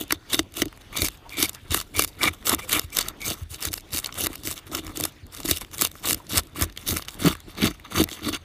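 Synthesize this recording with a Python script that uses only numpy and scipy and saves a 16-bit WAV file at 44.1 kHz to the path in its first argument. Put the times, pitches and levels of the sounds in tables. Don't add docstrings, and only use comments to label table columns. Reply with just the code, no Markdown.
import sys
import numpy as np
from scipy import signal
from scipy.fft import rfft, irfft
from scipy.io import wavfile
from scipy.ndimage import uniform_filter1d

SR = 44100
rng = np.random.default_rng(int(sys.argv[2]) if len(sys.argv) > 2 else 0)


def file_out(sig):
    cols = np.atleast_2d(sig).T
    lim = np.clip(cols, -1, 1)
    pcm = np.round(lim * 32767).astype(np.int16)
    wavfile.write(sys.argv[1], SR, pcm)


def natural_amplitude(level_db):
    exponent = np.asarray(level_db, float) / 20
    return 10 ** exponent


N = 372468

# frequency in Hz, width in Hz, level in dB.
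STEEL_MODES = [(3300, 380, -5), (3600, 250, 3.5), (3980, 400, -4.5), (4700, 270, -13), (2870, 880, -7.5),
               (6040, 1400, -11.5)]
# frequency in Hz, level in dB.
SCALE_COLOUR = [(400, -9.5), (1500, -9.5), (4000, -5.5), (7000, -4), (11000, -3), (15000, -4.5)]


def evened(x):
    return x / np.sqrt(np.mean(x ** 2) + 1e-20)


def curves(rows):
    s, *columns = np.transpose(rows)
    return [np.interp(np.arange(N) / SR, s, column) for column in columns]


def coloured(x, points):
    hz, db = np.transpose(points)
    bins = np.log(np.fft.rfftfreq(N, 1 / SR) + 1)
    return irfft(rfft(x) * natural_amplitude(np.interp(bins, np.log(hz + 1), db)), N)


def mode(x, hz, width, db):
    r = np.exp(-np.pi * width / SR)
    angle = 2 * np.pi * hz / SR
    ringing = signal.lfilter([1], [1, -2 * r * np.cos(angle), r * r], x)
    return natural_amplitude(db) * 2 * (1 - r) * np.sin(angle) * ringing


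def body(x, modes):
    power = sum(np.pi * width / SR * natural_amplitude(2 * db) for hz, width, db in modes)
    return sum((-1) ** k * mode(x, *row) for k, row in enumerate(modes)) / np.sqrt(power)


def puff(rise_s, fall_s):
    t = (np.arange(700) - 200) / SR
    rise = np.exp(np.minimum(t, 0) / rise_s)
    fall = np.exp(-np.maximum(t, 0) / fall_s)
    return np.where(t < 0, rise, fall)


def tearing(per_s, spread_db, fall_s, bed):
    sizes = natural_amplitude(spread_db * np.minimum(rng.exponential(1, N), 4))
    clicks = sizes * (rng.random(N) < per_s / SR)
    grains = signal.oaconvolve(clicks, puff(0.63 * fall_s, fall_s))[:N] * rng.standard_normal(N)
    rasp = evened(grains) + bed * rng.standard_normal(N)
    return rasp / np.sqrt(uniform_filter1d(rasp ** 2, 1500))


def blows(rows, length_s):
    s, peak_db = np.transpose(rows)
    clicks = np.zeros(N)
    clicks[(s * SR).astype(int)] = natural_amplitude(peak_db)
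    return signal.oaconvolve(clicks, signal.windows.hann(int(length_s * SR)))[:N]


def shifting(x, patchy_db):
    z = signal.stft(x, nperseg=256)[2]
    patches = uniform_filter1d(rng.standard_normal(z.shape), size=6, axis=0)
    patches = uniform_filter1d(patches, size=16, axis=1)
    return signal.istft(z * natural_amplitude(patchy_db * evened(patches)), nperseg=256)[1][:N]


def air():
    # frequency in Hz, density in dB per Hz.
    air_colour = [(18, -16), (30, 19), (81, -7.5), (295, -0.5), (499, -7), (3580, -15.5), (5900, -25),
                  (16000, -33)]
    swell_db = 2.1 * evened(uniform_filter1d(rng.standard_normal(N), 4000))
    stir = tearing(per_s=92, spread_db=19.0, fall_s=0.001, bed=0.5)
    wide = evened(coloured(rng.standard_normal(N), air_colour))
    wide = wide + natural_amplitude(-15.0) * body(stir, STEEL_MODES)
    return natural_amplitude(-51 + swell_db) * shifting(wide, patchy_db=3.5)


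def pressure():
    # time of the peak in seconds, level in dB.
    shove_peaks = [(0.0, -31), (.14, -49), (0.388, -33), (.63, -30), (1.026, -28.5), (1.427, -32.5),
                   (1.758, -46), (2.0, -32), (2.259, -28), (2.536, -29.5), (2.75, -35), (3.08, -45.5),
                   (3.311, -32.5), (3.69, -41), (3.95, -49), (4.23, -35.5), (4.47, -40), (4.752, -32),
                   (4.87, -38), (5.009, -35), (5.501, -37), (5.828, -38.5), (6.109, -32), (6.351, -31.5),
                   (6.627, -29), (6.931, -30), (7.265, -16.5), (7.651, -16.5), (8.005, -20.5), (8.287, -27)]
    rise_s, fall_s, rest_db = 0.13, 0.09, -62
    t = np.arange(0, N + 64, 64) / SR
    s, peak_db = np.transpose(shove_peaks)[:, :, None]
    away = np.where(t < s, (s - t) / rise_s, (t - s) / fall_s) ** 0.96
    load_db = (peak_db + (rest_db - peak_db) * np.minimum(away, 1)).max(0)
    return np.interp(np.arange(N) / SR, t, load_db)


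def table():
    # frequency in Hz, width in Hz, level in dB.
    leg_modes = [(48, 5.4, -1), (80.5, 16.4, 5), (127.5, 77, -4)]
    # start in seconds, peak in dB.
    thumps = [(0.387, -37), (0.61, -38), (1.009, -24), (1.698, -24.5), (1.966, -29), (2.834, -32.5),
              (3.278, -34), (3.412, -27.5), (3.502, -36.5), (3.659, -29.5), (3.924, -32), (4.217, -33),
              (5.223, -35.5), (5.505, -28.5), (6.363, -23.5), (6.611, -20.5), (6.907, -27), (7.252, -42),
              (7.28, -26), (7.645, -25), (7.973, -26)]
    level_db = pressure()
    shaking = tearing(per_s=45, spread_db=5.5, fall_s=0.021, bed=0.28) * natural_amplitude(-20.0 + 0.5 * level_db)
    return body(shaking + natural_amplitude(-11.5) * blows(thumps, 0.0089), leg_modes)


def tray():
    # frequency in Hz, width in Hz, level in dB.
    tray_modes = [(262, 106, -5.5), (314.6, 51, 4.5), (404, 105, -7.5), (678, 118, -13.5)]
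    # frequency in Hz, width in Hz, level in dB.
    belly = (186, 51, 0)
    # time in seconds, level in dB.
    weight = [(0, -24), (1.5, -8.5), (5.4, -12), (6, -3), (7.7, -1), (8.45, -5)]
    # start in seconds, peak in dB.
    knock_rows = [(0.009, -27), (0.124, -25), (0.339, -26), (0.392, -20.5), (0.573, -34), (0.619, -18),
                  (0.657, -33), (1.38, -32.5), (1.394, -29), (1.427, -24.0), (1.718, -30.5), (1.745, -29.5),
                  (1.76, -35), (2.0, -35), (2.228, -33.5), (2.259, -31), (2.342, -50), (2.526, -22.5),
                  (2.744, -34.5), (2.761, -29), (3.308, -28), (3.946, -36), (4.265, -30), (4.472, -32.5),
                  (4.757, -34), (4.788, -32.5), (4.974, -35), (5.0, -35), (5.037, -35), (5.448, -26),
                  (5.488, -28), (5.511, -25.5), (5.821, -29), (6.344, -31), (6.582, -34), (6.61, -28.5),
                  (6.643, -39), (6.893, -33), (7.253, -32), (7.272, -19.5), (7.478, -42), (7.643, -19.5),
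                  (7.948, -31), (7.974, -26), (7.995, -19), (8.013, -17), (8.116, -38), (8.267, -27),
                  (8.288, -26), (8.329, -32), (8.344, -34.0)]
    # start in seconds, peak in dB.
    lone_knock = (4.3, -33.5)
    level_db = pressure()
    shoves = tearing(per_s=110, spread_db=2.5, fall_s=0.0022, bed=0.3) * natural_amplitude(level_db)
    weight_db, = curves(weight)
    knocks = blows(knock_rows + [lone_knock], 0.00085)
    boom = body(natural_amplitude(2.5) * shoves + natural_amplitude(4.5) * knocks, tray_modes) + natural_amplitude(-11.0) * knocks
    dull = body((shoves + natural_amplitude(-4.5) * knocks) * natural_amplitude(weight_db), [belly])
    return signal.lfilter(*signal.butter(2, 110., "high", fs=SR), boom + dull)


def squeaks():
    # start in seconds, length in seconds, pitch in Hz, level in dB.
    slips = [
        (1.249, 0.03, 920, -40.5),
        (2.622, 0.061, 514, -46),
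        (6.196, .016, 980, -44),
    ]
    out = np.zeros(N)
    for s, length, hz, db in slips:
        t = np.arange(int(length * SR)) / SR
        drift, flutter = rng.standard_normal((2, len(t)))
        tone = np.sin(2 * np.pi * hz * t + np.cumsum(0.043 * drift))
        tone = tone * natural_amplitude(3.6 * evened(uniform_filter1d(flutter, 90)))
        out[int(s * SR):][:len(t)] += natural_amplitude(db) * tone * np.sin(np.pi * t / length)
    return out


def singing():
    # frequency in Hz, width in Hz, level in dB.
    free_mode = (2320, 210, 0)
    # start in seconds, length in seconds, level in dB.
    moments = [(.94, .13, -35), (1.32, .14, -33), (1.945, .09, -31), (2.21, .08, -26), (2.61, .035, -41),
               (2.73, .04, -28), (2.92, .025, -40), (3.205, .07, -34), (3.92, .035, -43)]
    free = np.zeros(N)
    for s, length, db in moments:
        part = free[int(s * SR):int((s + length) * SR)]
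        part += natural_amplitude(db + np.linspace(-5.5, 0, len(part)))
    hum = mode(mode(rng.standard_normal(N), *free_mode), *free_mode)
    return evened(hum) * uniform_filter1d(free, 400)


def contact():
    # start in seconds, length in seconds, crackle in dB,
    # ring of the loop against the crackle in dB.
    strokes = [(0.0, 0.037, -41, -6.5), (0.333, 0.014, -23, -5), (0.625, 0.006, -27.5, 16),
               (1.012, 0.068, -30.5, -15), (1.405, 0.056, -26.5, -12), (1.74, 0.055, -26.5, -16.5),
               (1.97, 0.08, -28.5, -27), (2.219, 0.073, -30.5, 7.5), (2.496, 0.049, -29.5, 8),
               (2.716, 0.072, -28.5, 3.5), (2.961, 0.064, -36, 3), (3.247, 0.095, -32, -8),
               (3.615, 0.073, -35, -3.5), (3.921, 0.082, -31.5, -16), (4.184, 0.074, -30, -7.5),
               (4.442, 0.096, -35.5, -17), (4.715, 0.091, -41, -0.5), (4.947, 0.12, -42.5, -0.5),
               (5.486, 0.029, -25, -23), (5.804, 0.064, -28.5, -7), (6.063, 0.07, -23.5, -17),
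               (6.339, 0.064, -28, -0.5), (6.601, 0.05, -31.5, 3), (6.869, 0.068, -31.5, -5),
               (7.25, 0.046, -29, 5.5), (7.617, 0.067, -31, 7), (7.948, 0.08, -32.5, 4.5),
               (8.232, 0.075, -39, 4), (8.322, 0.049, -39, 6.5)]
    # start in seconds, crackle in dB, ring in dB.
    bites = [(0.296, -42, 5), (0.548, -39, -7), (.953, -40.5, 5), (1.375, -33, -8), (1.706, -31.5, 2.5),
             (1.944, -38, 0), (2.192, -43, 4), (2.455, -27.5, -3.5), (2.681, -34.5, -6), (2.923, -39.5, -4),
             (3.206, -45, -5), (4.142, -45, 3), (5.443, -37.5, -4), (5.761, -46, -10), (6.029, -39, 4),
             (6.294, -36, -1.5), (6.556, -39, 0), (7.195, -37.5, 3.5), (7.568, -48.5, 11.5),
             (7.906, -43.5, 4.5)]
    # start in seconds, length in seconds, crackle in dB, ring in dB.
    brushes = [(0.093, 0.065, -52.5, 9), (0.343, 0.07, -41.5, -5), (0.916, 0.035, -55, 13),
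               (1.3, 0.16, -52, 5), (1.473, 0.025, -42, -5), (1.802, 0.025, -38, 1),
               (2.066, 0.029, -41, -34), (2.586, 0.016, -34, 7), (2.617, 0.043, -46.5, -10),
               (3.029, 0.081, -49.5, 10), (3.497, 0.071, -44, -11.5), (3.58, 0.032, -54, 6),
               (3.714, 0.016, -38, -6), (3.749, 0.041, -43, -21), (4.015, 0.069, -51, 2),
               (4.085, 0.022, -66, 27), (4.287, 0.077, -51, 5), (4.554, 0.043, -45.5, 2),
               (4.819, 0.11, -57.5, 9), (5.316, 0.11, -49, 0.5), (5.516, 0.07, -35, -6),
               (5.601, 0.038, -46, 4), (5.93, 0.084, -59, 1), (6.775, 0.18, -54, 1),
               (6.938, 0.058, -41.5, 1), (7.08, 0.018, -42.5, 1.5), (7.109, 0.052, -48.5, -18),
               (7.297, 0.044, -42, 5), (7.848, 0.017, -52.5, 20), (8.095, 0.069, -45, -6),
               (8.165, 0.066, -59.5, 10.5)]
    # start in seconds, length in seconds, crackle in dB.
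    grazes = [(0.805, 0.014, -50), (1.094, 0.067, -58), (1.541, 0.018, -46), (2.335, 0.011, -35.5),
              (2.786, 0.07, -50.5), (3.34, 0.1, -57.5), (4.379, 0.051, -57.5), (4.659, 0.036, -53),
              (5.065, 0.032, -48), (5.729, 0.029, -38), (5.91, 0.0068, -55), (6.164, 0.028, -53),
              (7.741, 0.012, -44), (5.876, 0.013, -47), (7.002, 0.032, -50), (7.394, 0.01, -51),
              (7.472, 0.055, -55.5), (7.697, 0.02, -46)]
    held = [(s, min(row[0] for row in strokes if row[0] > s) - s, db, ring_db) for s, db, ring_db in bites]
    grazed = [(*row, 0.5) for row in grazes]
    gain = np.zeros((3, N))
    for s, length, db, ring_db in strokes + brushes + held + grazed:
        levels_db = db + np.array([0, -2.5 + 0.51 * ring_db, ring_db])
        gain[:, int(max(s, 0) * SR):int((s + length) * SR)] += natural_amplitude(levels_db[:, None])
    return gain


def drags():
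    # frequency in Hz, width in Hz, level in dB.
    hollow_modes = [(870, 310, -5), (1304, 320, -1), (1725, 640, -5.5), (2300, 410, -4.5)]
    # frequency in Hz, width in Hz, level in dB.
    narrow_modes = [(3620, 21, 7), (4610, 37, 4.5), (6390, 330, 2.5)]
    # time in seconds, steel level in dB, narrow level in dB.
    tilt = [(0, 6.5, -4), (1.1, 2, -4), (2.0, 3.5, -30), (2.25, -0.5, -25), (2.85, -2, -13), (3.1, 2, -1.5),
            (5.2, -2, -18), (6.3, -1, -13), (7.0, 1.2, -9), (8.45, 2.5, -3.5)]
    gain = contact()
    engage = int(0.025 * SR)
    judder = natural_amplitude(1.74 * evened(uniform_filter1d(rng.standard_normal(N), 400)))
    fade = np.exp(-1 / (0.05446 * SR))
    graze = natural_amplitude(-16.5) * signal.filtfilt([1 - fade], [1, -fade], gain)
    graze = graze * natural_amplitude(np.array([[-6.], [0.], [0.]]))
    grip = uniform_filter1d(np.sqrt(gain), engage, axis=1) ** 2
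    crackle, high, low = (grip + graze) * judder
    fine = tearing(per_s=700, spread_db=4.0, fall_s=0.00017, bed=0.67)
    coarse = tearing(per_s=450, spread_db=1.0, fall_s=0.00029, bed=0.56)
    bumps = tearing(per_s=190, spread_db=0.0, fall_s=0.00089, bed=0.53)
    needles = rng.standard_normal(N) * (rng.random(N) < 160 / SR)
    grit = coloured(fine + natural_amplitude(-11.0) * evened(needles), SCALE_COLOUR)
    bright = natural_amplitude(2.5) * evened(grit) * crackle
    steel_db, narrow_db = curves(tilt)
    strike = (0.24 * fine + 0.7 * coarse) * high * natural_amplitude(steel_db)
    ring = natural_amplitude(4.0) * body(strike, STEEL_MODES) + body(strike * natural_amplitude(narrow_db), narrow_modes)
    drive = (0.46 * fine + 0.72 * bumps) * low
    return bright + ring + natural_amplitude(-0.5) * body(drive, hollow_modes)


def plain(rows):
    return [(s, db, db - 13, 3730) for s, db in rows]


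def snaps(rows):
    cracks, rings = np.zeros((2, N + 700))
    noise = rng.standard_normal((len(rows), 2, 700))
    for (s, crack_db, ring_db, hz), (a, b) in zip(rows, noise):
        at = int(s * SR) - 200
        crack = puff(0.0015, 0.00076) * a + 2.1 * np.sign(a) * puff(0.00004, 0.00005)
        cracks[at:at + 700] += natural_amplitude(crack_db) * crack
        scale_modes = [(hz, 450, 0), (1.88 * hz, 1500, -8), (0.69 * hz, 800, -10)]
        rings[at:at + 700] += natural_amplitude(ring_db) * evened(body(puff(0.00087, 0.0011) * b, scale_modes))
    return natural_amplitude(2.0) * coloured(cracks[:N], SCALE_COLOUR) + natural_amplitude(-12.5) * rings[:N]


def scene():
    # time in seconds, crack in dB, ring in dB, ring in Hz.
    snap_rows = [(.1085, -22, -12, 1780), (.1244, -5, -12.5, 1300), (.3319, -40, -15, 3600),
                 (.3452, -26, -12, 3400), (.3928, -13.5, -7.5, 3060), (.6203, -14, -9, 3100),
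                 (1.0203, -11, -14, 4170), (1.4282, -2.5, -10.5, 3330), (1.7457, -5.5, -15, 1290),
                 (1.9947, -0.5, -6.5, 1330), (2.2327, -17, -10, 3450), (2.4695, -13, -21, 3400),
                 (2.4957, -2.5, -38, 1420), (2.7302, -5, -20, 3800), (2.9883, -7, -10.5, 3730),
                 (3.0158, -28, -19, 4460), (3.7399, -12.5, -21, 4700), (4.0453, -22, -19.5, 3050),
                 (4.0608, -38, -18, 4400), (4.262, -18, -22, 1490), (4.4737, -15.5, -27.5, 1470),
                 (4.7502, -15, -18, 3120), (5.0011, -19.5, -26, 790), (5.0389, -13, -19.5, 3600),
                 (5.0535, -11, -24.5, 735), (5.5126, -3, -13, 3420), (5.8504, -10, -13, 3430),
                 (6.3749, -7.5, -14, 3400), (6.6236, -8.5, -16.5, 2880), (6.9705, -13, -23.5, 1280)]
    # time in seconds, crack in dB, ring in
    # dB, ring in # Hz.
    more_snaps = [(0.3972, -24, -38, 780.0), (0.6012, -25, -39, 4030.0), (0.6246, -20, -30, 3010.0),
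                   (0.7755, -41, -41, 1310.0), (0.8183, -50, -44, 3620.0), (1.0477, -17, -31, 2330.0),
                   (1.055, -15.0, -24, 4740.0), (1.2944, -37, -34.5, 4340), (1.3944, -22, -26, 3680.0),
                   (1.444, -26, -39, 3750.0), (1.449, -21, -26, 2300.0), (1.7084, -29, -24, 3860),
                   (1.802, -22, -23, 4330.0), (1.8136, -23, -27, 1460.0), (1.984, -19, -22, 3360.0),
                   (2.284, -32, -17, 1290.0), (2.427, -48, -40, 1800), (2.696, -24, -22.5, 2280.0),
                   (2.7205, -19, -17, 3790.0), (2.992, -16, -23, 2340), (3.0119, -20, -20, 3940),
                   (3.0276, -40, -28, 4570.0), (3.218, -31.0, -27.5, 3720), (3.2567, -21, -29, 4070.0),
                   (3.303, -20.5, -23, 4650.0), (3.3806, -44, -55, 2760.0), (3.608, -30, -46, 3530.0),
                   (3.686, -37, -25, 3810.0), (3.7991, -42, -41, 3950), (3.8082, -38, -42, 4460.0),
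                   (3.933, -43, -24, 4000), (3.973, -15, -24, 4240.0), (4.3318, -29, -34.5, 1820),
                   (4.5259, -33, -28, 3660), (4.6792, -39, -49, 1490.0), (4.7163, -45, -34.0, 3640.0),
                   (4.7708, -24, -34, 1530.0), (4.787, -44, -28, 3360), (4.7917, -37, -36, 3620.0),
                   (4.8483, -34, -43, 730.0), (4.8678, -32, -31.5, 3450), (5.0214, -36, -35, 730.0),
                  (5.2678, -41.5, -58, 1510.0), (5.349, -29.5, -38, 3290.0), (5.374, -31, -38, 3570.0),
                  (5.4034, -25, -31, 706), (5.4532, -22, -36, 710.0), (5.4796, -29, -24, 4540.0),
                  (5.4897, -17, -27, 2220.0), (5.8131, -8, -21, 3250), (5.916, -32.5, -37, 3620.0),
                  (5.9981, -41, -55, 1360.0), (6.0565, -24, -21, 4170), (6.0878, -14, -23, 3190.0),
                  (6.1088, -12, -18, 3360), (6.2685, -46, -39, 4200), (6.3182, -26, -32, 2360),
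                  (6.359, -16, -24, 3400.0), (6.396, -18, -29, 4700), (6.56, -43, -30, 1050),
                  (6.613, -16, -22.5, 1530.0), (6.7257, -44, -43, 3340.0), (6.8902, -13, -25, 3470),
                  (6.9087, -16, -23, 4170), (6.9652, -27, -21.5, 1280), (6.995, -47, -27.5, 1010.0),
                  (7.055, -41, -45.0, 3730.0), (7.078, -44.0, -41, 1400.0), (7.0905, -35, -29, 3600.0),
                  (7.2743, -27, -15, 750.0), (7.3203, -29, -37, 3620.0), (7.3287, -31, -27.5, 1980.0),
                  (7.4042, -37, -44, 3360.0), (7.656, -26, -21, 1100), (7.7127, -49, -32.5, 1180.0),
                  (7.748, -56, -43, 1230.0), (8.2095, -48, -43, 3620.0), (8.291, -21.5, -32.0, 2580.0),
                  (8.33, -34, -23.5, 3500), (8.3457, -35, -26, 4670.0)]
    # time in seconds, crack in dB.
    dry_cracks = [(.5708, -20.5), (.6567, -27), (0.97, -18.5), (.9743, -15), (1.0855, -16), (1.495, -17),
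                  (1.5328, -34), (1.549, -29), (2.023, -9.5), (2.0476, -10.5), (2.083, -36), (2.5478, -11),
                  (2.7956, -8.5), (2.9704, -8.5), (3.0858, -15), (3.5224, -35), (3.6541, -12.5),
                  (3.732, -18), (3.9629, -19), (3.989, -16), (4.0, -26), (4.07, -25.5), (4.143, -30),
                  (4.211, -21), (4.2394, -16), (4.2697, -9.5), (4.357, -24), (4.436, -29), (4.513, -19.5),
                  (4.9733, -19.5), (5.0095, -16), (5.4586, -17.5), (5.5642, -24), (5.5728, -21),
                  (5.584, -28), (5.612, -25), (5.783, -22), (5.8212, -4.5), (5.8724, -22.5), (6.0753, -19),
                  (6.1314, -9.5), (6.1464, -14.5), (6.381, -4), (6.4349, -38), (6.8778, -17), (8.03, -22),
                  (8.0406, -11)]
    # time in seconds, ring in dB, ring in Hz.
    tick_rows = [(0.6827, -37.5, 3078), (0.728, -36, 1290), (1.15, -45, 2400), (2.59, -36, 1016),
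                 (3.7793, -26.5, 2560), (3.9074, -39, 3751), (4.126, -29.5, 3100), (4.5784, -29, 3300),
                 (4.59, -39, 3288), (4.879, -30, 1553), (4.8944, -32, 814), (6.202, -44, 950),
                 (5.433, -30, 3800), (5.617, -29, 1106), (5.648, -35, 2940), (5.7933, -24, 3336),
                 (5.9546, -34, 1120), (6.699, -38, 2320), (6.764, -36, 2241), (6.7756, -21.5, 3150),
                 (7.0235, -27, 3070), (7.0503, -37, 3368), (7.0845, -22.5, 3070), (7.353, -28, 1100),
                 (7.552, -39.5, 3900), (7.7987, -37.5, 1950), (8.0763, -36, 1141), (8.0892, -26, 2109),
                 (8.1148, -25, 3300), (8.13, -25.5, 3500)]
    # time in seconds, crack in dB.
    more_cracks = [(.038, -31), (.0515, -47), (.0809, -40), (.4308, -42), (.5227, -43), (.541, -34),
                   (.7654, -48), (1.1745, -42), (2.2389, -9.5), (2.9038, -39), (3.4345, -41), (3.546, -30),
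                   (3.9835, -19), (4.3806, -39), (4.5414, -33), (5.123, -44), (5.7153, -36), (5.8044, -25),
                   (6.4717, -39), (6.987, -23), (7.1077, -35), (7.3692, -43)]
    ticks = [(s, db - 7, db, hz) for s, db, hz in tick_rows]
    torn = snaps(snap_rows + more_snaps + plain(dry_cracks) + ticks)
    near = shifting(drags(), patchy_db=2.5) + torn + squeaks()
    near = near + singing() + snaps(plain(more_cracks))
    t = np.arange(3000) / SR
    walls = rng.standard_normal(len(t)) * natural_amplitude(-60 * t / 0.017)
    walls = walls * (rng.random(len(t)) < 0.1) * (t > 0.001)
    wet = signal.oaconvolve(near, uniform_filter1d(walls / np.linalg.norm(walls), size=4))[:N]
    around = tray() + table() + air()
    return (near + natural_amplitude(-8.0) * wet + around)[None]


def roll_off(x):
    return signal.sosfilt(signal.butter(12, 16500, fs=SR, output="sos"), x)


def record(dry):
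    edge = signal.firwin(191, 15380, window=("kaiser", 7), fs=SR)
    ceiling = 0.46
    rumble_cut = signal.lfilter(*signal.butter(2, 35., "high", fs=SR), dry)
    wide = signal.oaconvolve(rumble_cut, edge[None], "same") / ceiling
    limited = ceiling * wide / (1 + wide ** 4) ** 0.25
    return roll_off(signal.oaconvolve(limited, edge[None], "same"))


dry = scene()
out = record(dry)
file_out(out)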